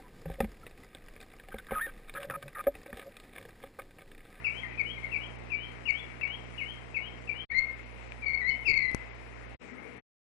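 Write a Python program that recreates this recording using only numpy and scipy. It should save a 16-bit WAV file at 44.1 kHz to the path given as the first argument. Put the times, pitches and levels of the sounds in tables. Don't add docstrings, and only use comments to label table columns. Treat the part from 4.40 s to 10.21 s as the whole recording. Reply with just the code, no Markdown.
import sys
import numpy as np
from scipy import signal
from scipy.fft import rfft, irfft
from scipy.io import wavfile
from scipy.ndimage import uniform_filter1d

SR = 44100
rng = np.random.default_rng(int(sys.argv[2]) if len(sys.argv) > 2 else 0)


def invert_db(x):
    u = np.asarray(x, float) / 20
    return 10 ** u


def dump_mix(stems):
    frames = np.atleast_2d(stems).T
    limited = np.clip(frames, -1, 1)
    pcm = np.round(limited * 32767).astype(np.int16)
    wavfile.write(sys.argv[1], SR, pcm)


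N = 256220
T = np.arange(N) / SR

# start_s, end_s, fade_s, wash_db, rumble_db, hiss_db
SHOTS = [
    (-.1, 3.05, .012, -46, -59.5, -60.5),
    (3.098, 5.158, 0.019, -46.5, -59.5, -61),
    (5.203, 5.6, 0.029, -46.5, -48.5, -70),
]


def unit(x):
    return x / np.sqrt(np.mean(x ** 2))


def colour(x, shape):
    hz, db = np.transpose(shape)
    f = np.maximum(np.arange(len(x) // 2 + 1) * SR / len(x), 1)
    gain = invert_db(np.interp(np.log(f), np.log(hz), db))
    return irfft(rfft(x) * gain, len(x))


def walk(rate_hz):
    hold = int(SR / rate_hz)
    levels = np.repeat(rng.standard_normal(N // 20), hold)[:N]
    return unit(uniform_filter1d(uniform_filter1d(levels, hold), hold))


def shot_gate(start_s, end_s, fade_s):
    return np.clip(np.minimum(T - start_s, end_s - T) / fade_s + .5, 0, 1) ** 2


def flickering_noise(shape, flicker_db):
    out, noise = 0, colour(rng.standard_normal(N), shape)
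    for octave in range(10):
        hz = 25 * 2. ** octave
        band = [(hz / 2, -40), (hz / 1.3, -2), (hz * 1.3, -2), (hz * 2, -40)]
        out = out + invert_db(flicker_db * walk(12)) * colour(noise, band)
    return unit(out)


def distant_wash():
    # pitch_hz, level_db (per Hz)
    wash_colour = [(30, -7), (90, -1.5), (200, -3), (400, 0), (800, -2.5), (1600, -6), (2200, 1),
                   (2700, -8), (3400, -18), (4000, -21.5), (5500, -25), (7500, -27), (11000, -29.5)]
    return flickering_noise(wash_colour, 1.36)


def low_rumble():
    rumble_colour = [(120, -22.5), (250, 9.5), (360, -4), (480, 8), (700, -38)]
    return unit(colour(rng.standard_normal(N), rumble_colour))


def input_hiss():
    # pitch_hz, level_db (per Hz)
    hiss_colour = [(25, -2), (90, -5.5), (200, -3.5), (400, 0.5), (800, -3), (2200, -17), (4000, -14),
                   (7500, -24), (11000, -24.5)]
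    return flickering_noise(hiss_colour, 1.4)


def picture_buzz(field, first_s):
    field_hz = 59.94
    share, millivolts = np.transpose(field)
    wave = np.interp((T - first_s) * field_hz % 1, share, millivolts) / 1000
    dulled = colour(wave - wave.mean(), [(2000, 0), (5000, -5.0), (11000, -5.5)])
    return dulled * invert_db(1.0 * walk(3))


def signal_dropouts():
    # start_s, step_size (full scale = 1), length_s, channel (0 left, 1 right)
    dropouts = [
        (4.5469, -.16, .0018, 0),
        (4.5148, .022, .002, 1),
        (1.66, .004, .0003, 1),
    ]
    out, roughness = np.zeros((2, N)), 1 + 0.27 * rng.standard_normal(N)
    for s, size, length, channel in dropouts:
        slide_back = np.clip(1.6 - 1.46 * (T - s) / length, 0, 1)
        out[channel] += size * roughness * (T > s) * slide_back
    return out


def beak_ticks():
    # start_s, peak_db, pitch_hz
    knocks = [
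        (1.099, -40, 2010),
        (1.812, -24, 2050),
        (1.877, -25, 2200),
        (3.721, -23, 2340),
        (5.289, -35.5, 1500),
    ]
    out = np.zeros(N)
    for s, db, hz in knocks:
        t = np.maximum(T - s, 0)
        out += invert_db(db) * np.exp(-t / 0.0011) * np.sin(2 * np.pi * hz * t)
    return out


def yard(x, slaps, early_db, early_t60, late_db, late_t60):
    # pitch_hz, level_db
    echo_colour = [(1400, -15), (2200, -2.5), (2700, 2), (3300, -3.5), (4500, -15.5)]
    t, noise = T[:SR], rng.standard_normal((2, SR))
    sparse = noise[0] * (rng.random(SR) < .01) * (t > .006) * invert_db(-60 * t / early_t60)
    tail = noise[1] * np.minimum(t / 0.03, 1) * invert_db(-60 * t / late_t60)
    response = (invert_db(early_db) * unit(sparse) + invert_db(late_db) * unit(tail)) / np.sqrt(SR)
    for s, db in slaps:
        response[int(s * SR)] += invert_db(db)
    return x + colour(signal.fftconvolve(x, response)[:N], echo_colour)


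def echo_cancelling():
    # centre_s, depth_db
    dips = [(.064, -14), (0.0847, -10), (.383, -9), (.392, -7), (.754, -12), (1.117, -10), (1.4727, -16),
            (1.498, -12), (1.826, -25), (1.8468, -17), (2.21, -20), (2.5843, -27), (2.888, -24),
            (3.11, -20), (3.142, -18), (3.2166, -10), (3.2606, -18), (3.2677, -18), (3.8518, -17),
            (3.927, -14), (3.991, -16), (4.04, -9), (4.325, -11.5), (4.4006, -13.5), (4.5062, -15),
            (4.527, -8)]
    gain, half_width_s = np.ones(N), .002
    for s, db in dips:
        gain *= 1 - (1 - invert_db(db)) * np.exp(-((T - s) / half_width_s) ** 2)
    return gain


def whistle(notes, edge_s, wobble, flutter_db):
    out, quaver, flutter = np.zeros(N), 1 + wobble * walk(150), invert_db(flutter_db * walk(110))
    for note in notes:
        s, hz, db = np.transpose(note)
        phase = 2 * np.pi * np.cumsum(np.interp(T, s, hz) * quaver) / SR
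        out += shot_gate(s[0], s[-1], edge_s) * invert_db(np.interp(T, s, db)) * np.sin(phase)
    return 2 * np.sqrt(2) * flutter * out


def peep(s, length, from_hz, to_hz, db):
    edge_db = db - 4.5
    return [(s, from_hz, edge_db),
            (s + length / 2, (from_hz + to_hz) / 2, db),
            (s + length, to_hz, edge_db)]


def far_bird():
    # start_s, length_s, from_hz, to_hz, level_db
    low_peeps = [
        (.21, .045, 2100, 1850, -46),
        (0.269, 0.087, 2425, 2384, -54),
        (.55, .05, 2450, 2053, -50),
        (.6, 0.092, 2250, 1897, -52),
        (5.268, 0.0305, 2197, 1900, -53),
        (5.36, 0.086, 2200, 2100, -57),
    ]
    # start_s, length_s, from_hz, to_hz, level_db
    high_peeps = [
        (4.095, .018, 3000, 2900, -48),
        (4.138, 0.022, 2950, 2950, -51),
    ]
    direct = whistle([peep(*row) for row in low_peeps + high_peeps], .02, .045, 6)
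    return yard(direct, [], 2, 0.13, 0, 0.55) - 0.8 * direct


def fall(s, length, top_hz, bottom_hz, db):
    flick_s, flick_hz = .007, 380
    turn, done = .5, .82
    return [(s, top_hz - flick_hz, db - 20),
            (s + flick_s, top_hz, db - 9.5),
            (s + turn * length, top_hz - done * (top_hz - bottom_hz), db),
            (s + .88 * length, bottom_hz, db - 4.5),
            (s + length, bottom_hz, db - 16.5)]


def rise(s, length, top_hz, db):
    from_hz, droop_hz = 2780, 50
    swell, top = 0.31, .82
    return [(s, from_hz, db - 12),
            (s + swell * length, from_hz + swell / top * (top_hz - from_hz), db - 3.5),
            (s + top * length, top_hz, db),
            (s + length, top_hz - droop_hz, db - 7.5)]


def songbird():
    # start_s, length_s, top_hz, bottom_hz, level_db
    falls = [(.04, .06, 2737, 2229, -28), (0.375, .052, 2604, 2196, -30), (.712, .068, 2776, 2220, -33),
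             (1.098, .062, 2710, 2298, -34), (1.453, .066, 3040, 2186, -28), (1.809, .055, 2757, 2181, -30),
             (2.176, .068, 2956, 2138, -34), (2.541, .062, 2640, 2170, -33), (2.871, .055, 2720, 2250, -35)]
    # start_s, length_s, top_hz, level_db
    rises = [(0.124, .088, 3250, -47), (0.446, 0.086, 3260, -44), (0.794, 0.079, 3235, -49.5),
             (1.169, 0.096, 3200, -46.5), (1.526, 0.087, 3440, -47), (1.874, 0.088, 3247, -42.5),
             (2.236, .095, 3215, -46.5), (2.61, 0.081, 3196, -45.5), (2.944, 0.098, 3220, -46)]
    # delay_s, level_db
    slaps = [
        (.022, -17),
        (.045, -19),
    ]
    notes = [fall(*row) for row in falls] + [rise(*row) for row in rises]
    return yard(whistle(notes, 0.0063, .011, 2.77), slaps, -3.5, 0.16, -9, 0.71)


def near_bird():
    # time_s, pitch_hz, level_db
    cut_call = [(3.1, 2130, -35.5), (3.122, 2245, -34), (3.13, 2260, -45)]
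    rising_call = [(3.118, 1830, -42.5), (3.154, 2039, -30.5), (3.169, 2030, -31), (3.181, 2144, -26),
                   (3.203, 2182, -25.5), (3.211, 2164, -33.5)]
    falling_call = [(3.82, 2400, -48.5), (3.846, 2190, -36.5), (3.856, 2344, -41), (3.866, 2260, -29.5),
                    (3.899, 2171, -33.5), (3.927, 2121, -45.5), (3.945, 2208, -28.5), (3.964, 2101, -36.5),
                    (3.98, 2124, -42.5)]
    dipping_call = [(4.005, 2100, -46), (4.018, 1960, -35), (4.056, 1994, -35.5), (4.098, 2174, -27.5),
                    (4.11, 2054, -37), (4.132, 2144, -40), (4.16, 2183, -48)]
    slurred_call = [(4.245, 2337, -51), (4.259, 2817, -35.5), (4.287, 2209, -26.5), (4.303, 2220, -26),
                    (4.341, 2095, -30.5), (4.362, 2250, -25.5), (4.402, 2046, -38), (4.464, 2000, -32),
                    (4.52, 2024, -39)]
    # delay_s, level_db
    slaps = [
        (.042, -6),
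        (.027, -11),
        (.061, -10),
        (.084, -14),
        (.11, -18),
        (.14, -17),
    ]
    calls = [cut_call, rising_call, falling_call, dipping_call, slurred_call]
    return yard(whistle(calls, 0.0043, 0.012, 1.2), slaps, -3.5, 0.27, -11, 0.9)


def scene():
    fields = [
        [(0, -10), (.06, -16), (.37, 9), (.55, 1.5), (.65, 4.5), (.915, 3), (.92, 1.5), (1, 4.5)],
        [(0, -11), (.1, -12), (.25, -9.5), (.42, 6), (.5, 6.5), (.6, 3.5), (.915, 5), (.92, 2.5), (1, 3)],
        [(0, 4), (.06, -2.5), (.34, 4), (.44, 0.5), (.5, -0.5), (.62, -3), (.8, -2), (.915, -0.5), (.92, 6.5),
         (1, 3.5)],
    ]
    first_fields = [
        .0042,
        .009,
        .0103,
    ]
    air, rumble, hiss = distant_wash(), low_rumble(), input_hiss()
    click, far, cancel = beak_ticks(), far_bird(), echo_cancelling()
    main_birds = [songbird(), near_bird(), np.zeros(N)]
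    out = np.zeros((2, N))
    for shot, field, first_s, bird in zip(SHOTS, fields, first_fields, main_birds):
        start, end, fade, wash_db, rumble_db, hiss_db = shot
        gate = shot_gate(start, end, fade)
        buzz = picture_buzz(field, first_s)
        background = invert_db(wash_db) * air + invert_db(rumble_db) * rumble + invert_db(-26) * buzz
        out[0] += gate * (cancel * bird + far + click + background)
        out[1] += gate * (buzz + invert_db(hiss_db) * hiss)
    return out + signal_dropouts()


def thin_treble(x):
    from_hz, quiet_db, budget_db = 3300, 8.7, 1.2
    mask_db, mask_db_per_khz = -46, -5
    hz, s, z = signal.stft(x, SR, nperseg=1536)
    size, high = np.abs(z) + 1e-12, hz > from_hz
    usual = np.median(size[:, high & (hz < 11000)], axis=(1, 2), keepdims=True)
    loudest = size[:, hz > 1000].max(axis=1, keepdims=True)
    hidden = loudest * invert_db(mask_db + mask_db_per_khz * (hz[:, None] - from_hz) / 1000)
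    step = (invert_db(quiet_db) * usual + hidden) * invert_db(budget_db * rng.standard_normal(len(s)))
    rounded = np.floor(size / step + .42) * step / size
    kept = np.where(high[:, None], rounded, 1)
    return signal.istft(z * kept, SR, nperseg=1536)[1][:, :N]


def low_pass(x):
    return signal.sosfilt(signal.butter(12, 11150, fs=SR, output="sos"), x)


def record(dry):
    lopsided = np.where(T < SHOTS[1][0], .5, 1.5)
    x = dry - lopsided * dry ** 2 - 1.9 * dry ** 3
    x = signal.sosfilt(signal.butter(1, 15, "high", fs=SR, output="sos"), x)
    x = signal.sosfilt(signal.ellip(8, .2, 60, 11300, fs=SR, output="sos"), x)
    finished = thin_treble(x)
    return low_pass(finished)


dry = scene()
out = record(dry)
dump_mix(out)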